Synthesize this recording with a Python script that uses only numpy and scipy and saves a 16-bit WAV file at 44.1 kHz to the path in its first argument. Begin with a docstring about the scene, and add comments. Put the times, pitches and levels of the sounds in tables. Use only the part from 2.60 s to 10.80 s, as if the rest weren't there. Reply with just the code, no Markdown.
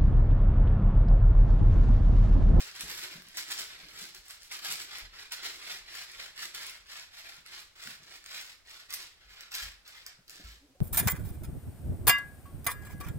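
"""Smoothing plastic film on a table

Two hands smooth clear film over a picture on a wooden dining table. Each stroke rubs out a soft swish
of tiny slips, wrinkles crackle under the palms, and now and then the film buckles with a snap.
The table thuds, sways and faintly creaks under the hands, and a bare, quiet room answers."""
import sys
import numpy as np
from scipy import signal
from scipy.fft import rfft, irfft, next_fast_len
from scipy.io import wavfile
from scipy.ndimage import uniform_filter1d, map_coordinates

SR = 44100
rng = np.random.default_rng(int(sys.argv[2]) if len(sys.argv) > 2 else 0)


def bounce(signal):
    """Save signal as a 16-bit WAV file at the path given by the first command-line argument."""
    frames = np.transpose(np.atleast_2d(signal))
    limited = np.clip(frames, -1, 1)
    pcm = np.round(limited * 32767).astype(np.int16)
    wavfile.write(sys.argv[1], SR, pcm)


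N = 361796
TOP_HZ = 15950


def hand_strokes():
    """Each stroke gathers speed, slides and stops, driving the rub, crinkle, rumble and tick gains."""
    # Each row: start, rise and length in seconds, rub level in dB, crinkle and palm offsets in dB.
    strokes = [ (0.0, 0.0013, 0.0067, -45, 5, -18), (0.058, 0.014, 0.019, -45, -1.5, -31),
               (0.134, .018, 0.029, -45.5, -2, -30), (0.187, 0.013, 0.024, -43.5, 2.5, -19.5),
               (0.241, 0.062, 0.081, -41, 1.5, -19.5), (0.356, 0.03, 0.042, -47.5, 3.5, -16),
               (0.409, .03, 0.036, -42, -1.5, -22), (0.494, 0.029, 0.033, -44.5, -0.5, -18.5),
               (0.62, 0.034, 0.14, -58, -4.5, -21), (0.741, 0.04, 0.041, -40.5, 4, -22.5),
               (0.865, 0.041, 0.054, -40.5, 4, -25), (0.967, 0.019, 0.026, -39.5, 3.5, -25),
               (1.073, 0.036, 0.075, -47.5, -7, -23.5), (1.168, 0.025, .09, -54, -5, -14),
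               (1.282, 0.12, 0.16, -45, 2, -20), (1.537, 0.009, 0.034, -54, 1, -19.5),
               (1.63, 0.034, 0.039, -57, 4, -31), (1.689, .012, 0.017, -48, 1.5, -32),
               (1.8, .01, 0.12, -60.5, 5, -28), (1.901, 0.016, 0.059, -43.5, -2, -27),
               (2.016, 0.041, 0.12, -38.5, 1, -25), (2.178, 0.017, 0.019, -48, 7, -15.5),
               (2.264, 0.063, 0.14, -42.5, -7.5, -27), (2.517, 0.071, 0.1, -44, -6, -25.5),
               (2.704, 0.013, 0.03, -41, -2.5, -33), (2.768, .015, .03, -47, -12, -24),
               (2.815, 0.032, 0.056, -38.5, -2, -23.5), (2.885, .02, 0.077, -53.5, 1, -15),
               (2.983, 0.12, 0.15, -39, -2.5, -25.5), (3.258, 0.083, 0.16, -42.5, -3.5, -29),
               (3.442, 0.05, 0.13, -49, -5, -26), (3.578, 0.016, 0.067, -44, -4, -26.5),
               (3.747, 0.079, 0.083, -39.5, -1, -27), (3.935, 0.011, 0.15, -43.5, -2.5, -28),
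               (4.115, 0.017, 0.031, -50.5, -4, -36), (4.257, 0.067, 0.15, -45, -4.5, -32.5),
               (4.51, 0.063, 0.081, -48, -2.5, -41), (4.631, .018, 0.11, -48.5, -6, -27.5),
               (4.85, 0.014, .05, -50, -8, -27.5), (4.895, .035, 0.1, -47.5, -2, -27.5),
               (5.152, 0.075, 0.17, -46, -1.5, -28), (5.412, 0.0092, 0.074, -55.5, -6, -18),
               (5.493, 0.028, 0.063, -49, -3, -26), (5.65, 0.067, .16, -44, -2, -29.5),
               (5.824, .03, 0.082, -52, -2.5, -25), (6.048, .05, 0.16, -50.5, -4, -26.5),
               (6.282, 0.039, 0.059, -44, -1.5, -29), (6.368, 0.024, 0.054, -47, -1, -25.5),
               (6.564, 0.065, 0.36, -59, -18, -20.5), (6.683, 0.023, 0.043, -51, -7, -30),
               (6.743, 0.02, 0.078, -51, -10, -28), (6.906, 0.039, 0.13, -40.5, 0, -33),
               (7.244, 0.016, 0.17, -52.5, -6, -29), (7.456, 0.0074, 0.014, -48, -15, -30),
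               (7.672, 0.055, 0.18, -55, -2, -16), (7.813, 0.078, 0.11, -54, -0.5, -24),
               (8.02, .03, .18, -83.5, -3, 10)]
    touch_s, swell_db, sag_db_per_s, stop_db_per_s = 0.0031, 12.5, 12, 158
    crinkle_growth, palm_growth = 1.28, 0.69  # dB for each dB of hand speed
    power, t = np.zeros((4, N)), np.arange(SR * 3 // 5) / SR
    crinkliest_db = max(row[3] + row[4] for row in strokes)
    for start, rise, length, db, crinkle_db, palm_db in strokes:
        rise_db = swell_db * np.maximum(1 - t / rise, 0)
        slowing_db = sag_db_per_s * t + stop_db_per_s * np.maximum(t - length, 0)
        speed = np.minimum(t / touch_s, 1) * amp(-rise_db - slowing_db)
        tick_db = -45 + 0.7 * (db + crinkle_db - crinkliest_db)  # ticks stand out in light strokes
        add(power[0], start, (amp(db) * speed) ** 2)
        add(power[1], start, (amp(db + crinkle_db) * speed ** crinkle_growth) ** 2)
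        add(power[2], start, (amp(db + palm_db) * speed ** palm_growth) ** 2)
        add(power[3], start, (amp(tick_db) * speed ** crinkle_growth) ** 2)
    return np.sqrt(power)


def swish(rubbing, crinkling):
    """Skin slides in countless tiny slips: a mid swish from the palms, a bright fizz from the film."""
    # Tone of the palms and of the film. Each row: frequency in Hz, level in dB.
    rub_tone = [(100, -36), (330, -30.5), (520, -16.5), (690, -11), (900, -13), (1400, -4), (2100, 0),
                (2700, -4), (4200, -2.5), (5400, -6.5), (6500, -17.5), (7600, -15.5), (8800, -31.5),
                (15500, -29.5)]
    fizz_tone = [(200, -47.5), (900, -10.5), (2000, -5), (4200, 1.5), (5400, 3), (6500, -3), (7600, 1),
                 (8800, -8.5), (12000, -5), (15500, -8.5)]
    grip = wobble(110)  # the palms catch and let go
    rub = rubbing * amp(1.93 * grip) * coloured(grains(rate=5000, spread_db=3.5, size=N), rub_tone)
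    fizz = crinkling * amp(2.2 * grip) * coloured(grains(rate=4000, spread_db=8, size=N), fizz_tone)
    return (room(rub, near_db=0.5, far_db=-8, near_t60=0.054)
            + room(fizz, near_db=-5.5, far_db=-1.5, near_t60=0.038))


def wrinkle_ticks(pitch_hz=6500, decay_cycles=0.6, spread_db=4.5, count=1000):
    """Small facets of film flick over, each ringing very briefly at its own pitch."""
    starts, n = rng.integers(0, N, count), np.arange(SR // 200)
    detune, size = np.clip(rng.standard_normal((count, 2)), -2.3, 2.3).T
    cycles = np.minimum(pitch_hz * np.exp(0.61 * detune), TOP_HZ)[:, None] * n / SR
    rings = amp(spread_db * size)[:, None] * np.sin(2 * np.pi * cycles) * np.exp(-cycles / decay_cycles)
    return unit(np.bincount((starts[:, None] + n).ravel(), rings.ravel(), N)[:N])


def snaps(ticks):
    """Among the ticks, a large wrinkle buckles with a sharp crack and sets off a run of smaller ones."""
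    # Each row: start in seconds, level in dB, body offset in dB.
    buckles = [(0.2092, -25, -20), (0.621, -40, -17), (0.6858, -40, -16), (0.7711, -26, -17),
               (0.9173, -28, -6), (0.9944, -31, -10), (1.5484, -35, -14), (1.6831, -38, -11),
               (1.708, -32, -10), (1.8322, -39, -18), (1.924, -30, -13), (2.1241, -23, -19),
               (2.1564, -30, -17), (2.3845, -31, -10), (2.7217, -26, -18), (2.8459, -32, -9),
               (3.3524, -34, -6), (3.7783, -38, -2), (3.9475, -30, -8), (4.0672, -32, -17),
               (4.0966, -31, -20), (4.8623, -42, -2), (5.2735, -33, -3), (5.6416, -43, -7),
               (5.6615, -36, -5), (5.8124, -33, -17), (6.3056, -33, -14), (6.3265, -29, -19),
               (6.3385, -23, -22), (6.3424, -25, -21), (6.8079, -35, -11), (6.9192, -33, -10),
               (6.9414, -31, -19), (6.9511, -26, -15), (7.2784, -38, -16), (7.4644, -32, -7),
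               (7.6804, -43, -15), (7.6964, -35, -16), (7.7054, -38, -17)]
    # A snap's bright edge and its midrange body. Each row: frequency in Hz, level in dB.
    edge_tone = [(300, -35), (2000, -9), (4200, 0), (5500, 0), (6500, -4), (7600, -3), (9000, -5.5),
                 (15500, -5.5)]
    body_tone = [(100, -24), (500, -27), (900, -10), (1400, 24), (2300, 20), (4000, 25), (8000, -33)]
    edge, body = np.zeros((2, N))
    t = np.arange(SR // 8) / SR
    for start, db, body_db in buckles:
        crack = unit(rng.standard_normal(len(t)) * t * amp(-60 * t / 0.002))
        crackle = unit(grains(rate=400, spread_db=2, size=len(t)) * amp(-60 * t / 0.017))
        burst = (crack + amp(-26) * crackle) / np.sqrt(len(t))
        add(edge, start, amp(db + 16.3) * burst)
        add(body, start, amp(db + body_db + 18) * burst)
    return coloured(edge + ticks, edge_tone) + coloured(body, body_tone)


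def palm_rumble(pressing):
    """The table top rumbles dully under the sliding palms."""
    # Each row: frequency in Hz, level in dB.
    dull_tone = [(30, -12), (55, -0.5), (95, -3.5), (160, 2.5), (230, -4.5), (350, 7), (550, -2),
                 (1200, -14), (4000, -116)]
    rumble = pressing * coloured(rng.standard_normal(N), dull_tone)
    return rumble + amp(-4) * diffuse(reflections(rumble, t60=0.1))


def table_bumps():
    """Hands bump the top, damping it more or less: a low thud and a knock from its resonances."""
    # Each row: start in seconds, level in dB, pitch in Hz, time to fall 60 dB in seconds.
    bumps = [(0.233, -47, 172, .08), (0.552, -49, 157, 0.17), (0.66, -61.5, 162, 0.15),
             (0.993, -60, 369, 0.13), (1.221, -61.5, 133, 0.12), (1.329, -63, 152, 0.14),
             (1.41, -58.5, 181, 0.27), (2.088, -61, 194, 0.21), (3.846, -54.5, 348, 0.089),
             (4.769, -65, 131, 0.15), (5.253, -58.5, 127, 0.26), (5.273, -55.5, 238, 0.19),
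             (5.397, -60.5, 143, .12), (7.583, -57.5, 131, 0.086), (7.796, -46, 296, 0.051),
             (7.818, -59.5, 179, 0.1)]
    # Resonances of the top. Each row: frequency in Hz, width in Hz, gain in dB.
    modes = [(136, 21, -10), (180, 24, 14), (278, 49, -3), (382, 15, -10), (663, 105, -3)]
    thuds, blows = np.zeros((2, N))
    t = np.arange(SR // 2) / SR
    for start, db, hz, t60 in bumps:
        envelope = amp(db) * (1 - np.exp(-t / 0.0065)) * amp(-60 * t / t60)  # flesh lands softly
        add(thuds, start, amp(4) * envelope * np.sin(2 * np.pi * hz * t))
        add(blows, start, amp(14.5) * envelope * rng.standard_normal(len(t)))

    def wood(hz):
        return sum((-1) ** k * amp(db) * 1j * hz * width / (centre ** 2 - hz ** 2 + 1j * hz * width)
                   for k, (centre, width, db) in enumerate(modes))
    return thuds + filtered(blows, wood)


def table_sways(t60=0.41):
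    """A push rocks the whole table on its legs: a deep tone wrapped in rumble."""
    # Each row: start in seconds, level in dB, pitch in Hz.
    sways = [(0.219, -58, 46.3), (1.217, -63, 39.7), (1.561, -67, 40.2), (2.414, -52.5, 35.4),
             (3.201, -64, 39.8), (3.549, -63.5, 41.3), (4.19, -67, 39.4), (6.644, -62, 46),
             (7.016, -49, 43.7), (7.035, -58.5, 70.7), (7.835, -46.5, 53.3)]
    # Each row: frequency in Hz, level in dB.
    rumble_tone = [(20, -11), (45, -9), (75, 3), (110, -15), (200, -15), (600, -75)]
    tones, pushes = np.zeros((2, N))
    t = np.arange(SR // 2) / SR
    for start, db, hz in sways:
        swell = amp(db) * (1 - np.exp(-(t / 0.013) ** 2)) * amp(-60 * t / t60)
        add(tones, start, amp(7.5) * swell * np.sin(2 * np.pi * hz * t))
        add(pushes, start, amp(-4.5) * swell * rng.standard_normal(len(t)))
    return tones + coloured(pushes, rumble_tone, size=8192)


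def table_creaks(rise_per_s=2.6, rough_db=0.5):
    """Wood creaks faintly in uneven slips that quicken under load."""
    # Each row: midpoint in seconds, level in dB, pitch in Hz, half length in seconds.
    creaks = [(8.041, -58.5, 287, 0.017), (8.11, -62.5, 264, 0.016), (8.159, -59, 540, 0.0052),
              (8.172, -72, 727, 0.019)]
    track, t = np.zeros(N), np.arange(SR // 2) / SR
    age = t - t.mean()
    for middle, db, hz, half in creaks:
        phase = 2 * np.pi * hz * (age + rise_per_s * age ** 2 / 2)
        tone = np.sin(phase) + 0.17 * np.sin(2 * phase) + 0.074 * np.sin(3 * phase)
        slips = amp(-rough_db * unit(uniform_filter1d(rng.standard_normal(len(t)), size=300)))
        swell = amp(db) * np.exp(-(age / half) ** 2 / 2)
        add(track, middle - t.mean(), swell * slips * tone)
    return track


def room(x, near_db, far_db, near_t60):
    """Direct sound from where the hands work, then one clear echo, quick reflections and the tail."""
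    # The hands' position. Each row: time in seconds, lag of the left channel in samples.
    place = [(0, 5.35), (2.5, 4.42), (4.3, 4.7), (5.2, 5.24), (7.5, 6.3)]
    x = filtered(x, lambda hz: 1 + 0.07 * np.exp(-2j * np.pi * hz * 0.00285))  # a surface 0.5 m off
    lag = np.interp(np.arange(N) / SR, *np.transpose(place)) + 0.5 * wobble(4.025)
    direct = np.array([map_coordinates(x, [np.arange(N) - side * lag / 2], order=5) for side in (1, -1)])
    wet = amp(near_db) * reflections(x, near_t60) + amp(far_db) * tail(x)
    return (direct + diffuse(wet)) / np.sqrt(1 + amp(near_db) ** 2 + amp(far_db) ** 2)


def reflections(x, t60, count=121):
    """Quick reflections off table, arms and body, crossfading through random patterns as if in motion."""
    n, t = np.arange(N), np.arange(SR // 25) / SR
    wet, hop = np.zeros((2, N)), N // (count - 1)
    decay = amp(-60 * t / t60) * (t > 0.0006)
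    for k in range(count):
        paths = unit(rng.standard_normal((2, len(t))) * decay) / np.sqrt(len(t))
        span = n[max(0, (k - 1) * hop):(k + 1) * hop]
        piece = x[span] * np.cos(np.pi / 2 * (span / hop - k))
        for channel, path in zip(wet, paths):
            add(channel, span[0] / SR, signal.fftconvolve(piece, path))
    return wet


def tail(x, size=256):
    """The walls store each band's energy and give it back as fading noise."""
    # Each row: frequency in Hz, time to fall 60 dB in seconds.
    decay_times = [(150, 1), (1500, 0.71), (5000, 0.36), (9000, 0.28), (15000, 0.078)]
    hz, t, bands = signal.stft(x, SR, nperseg=size)
    retained = amp(-120 * t[1] / along(decay_times, hz))
    stored = [signal.lfilter([0, 0, 1 - k], [1, -k], abs(band) ** 2) for k, band in zip(retained, bands)]
    noise = signal.stft(rng.standard_normal((2, N)), nperseg=size)[2]
    return signal.istft(noise / noise.std() * np.sqrt(stored), nperseg=size)[1][:, :N]


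def diffuse(pair):
    """Two unrelated signals become sound from all around: centred in the bass, wide in the treble."""
    # Each row: frequency in Hz, left-right likeness from 0 to 1.
    likeness = [(100, 0.7), (450, 0.38), (1000, 0.22), (2000, 0.057), (4000, 0)]
    angle = lambda hz: np.arccos(along(likeness, hz)) / 2
    mid, side = filtered(pair, lambda hz: np.array([np.cos(angle(hz)), np.sin(angle(hz))]))
    return np.array([mid + side, mid - side])


def room_tone():
    """The low, steady air of the house."""
    # Each row: frequency in Hz, level in dB.
    air_tone = [(20, 0), (50, 0.5), (90, -5.5), (200, -15.5), (500, -14.5), (1500, -19), (5000, -18),
                (15500, -28)]
    air = filtered(rng.standard_normal((2, N)), lambda hz: amp(along(air_tone, hz)))
    return amp(-67.5) * unit(diffuse(air))


def grains(rate, spread_db, size):
    """Random tiny slips, rate a second, of log-normal strength."""
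    hit = rng.random(size) < rate / SR
    strength = amp(spread_db * np.minimum(rng.standard_normal(size), 2.5))
    return unit(hit * strength * np.sign(rng.standard_normal(size)))


def wobble(rate):
    """A smooth random curve, rate knots a second."""
    return map_coordinates(rng.standard_normal(int(N * rate / SR) + 4), [np.arange(N) * rate / SR])


def coloured(x, spectrum, size=2048):
    """x through a causal filter of energy 1 with this spectrum."""
    cepstrum = irfft(np.log(amp(along(spectrum, np.fft.rfftfreq(size, 1 / SR)))))
    cepstrum[1:size // 2] *= 2
    cepstrum[size // 2 + 1:] = 0
    kernel = irfft(np.exp(rfft(cepstrum)))
    return signal.oaconvolve(x, kernel / np.linalg.norm(kernel))[:N]


def filtered(x, response):
    """x shaped by a frequency response."""
    size = next_fast_len(N + SR // 2)
    return irfft(rfft(x, size) * response(np.fft.rfftfreq(size, 1 / SR)), size)[..., :N]


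def along(points, hz):
    """Interpolate (Hz, value) points on a log axis."""
    knots_hz, values = np.transpose(points)
    return np.interp(np.log(hz + 1), np.log(knots_hz + 1), values)


def add(track, start_s, sound):
    """Mix a sound into a track."""
    part = track[max(0, round(start_s * SR)):][:len(sound)]
    part += sound[:len(part)]


def amp(db):
    """Decibels to gain."""
    return 10 ** (np.asarray(db) / 20)


def unit(x):
    """Scaled to rms 1."""
    return x / np.sqrt(np.mean(x ** 2) + 1e-20)


def scene():
    """The film up front and a touch to the right, the table beneath it, the room behind."""
    rubbing, crinkling, pressing, ticking = hand_strokes()
    film = swish(rubbing, crinkling)
    film += room(snaps(ticking * wrinkle_ticks()), near_db=-7, far_db=-2, near_t60=0.03)
    table = table_bumps() + table_sways() + table_creaks() + palm_rumble(pressing)
    return film * amp([[-0.3], [0.3]]) + table + room_tone()


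def record(dry):
    """A steep cut takes off the highest treble."""
    return filtered(dry, lambda hz: hz < TOP_HZ)


dry = scene()
out = record(dry)
bounce(out)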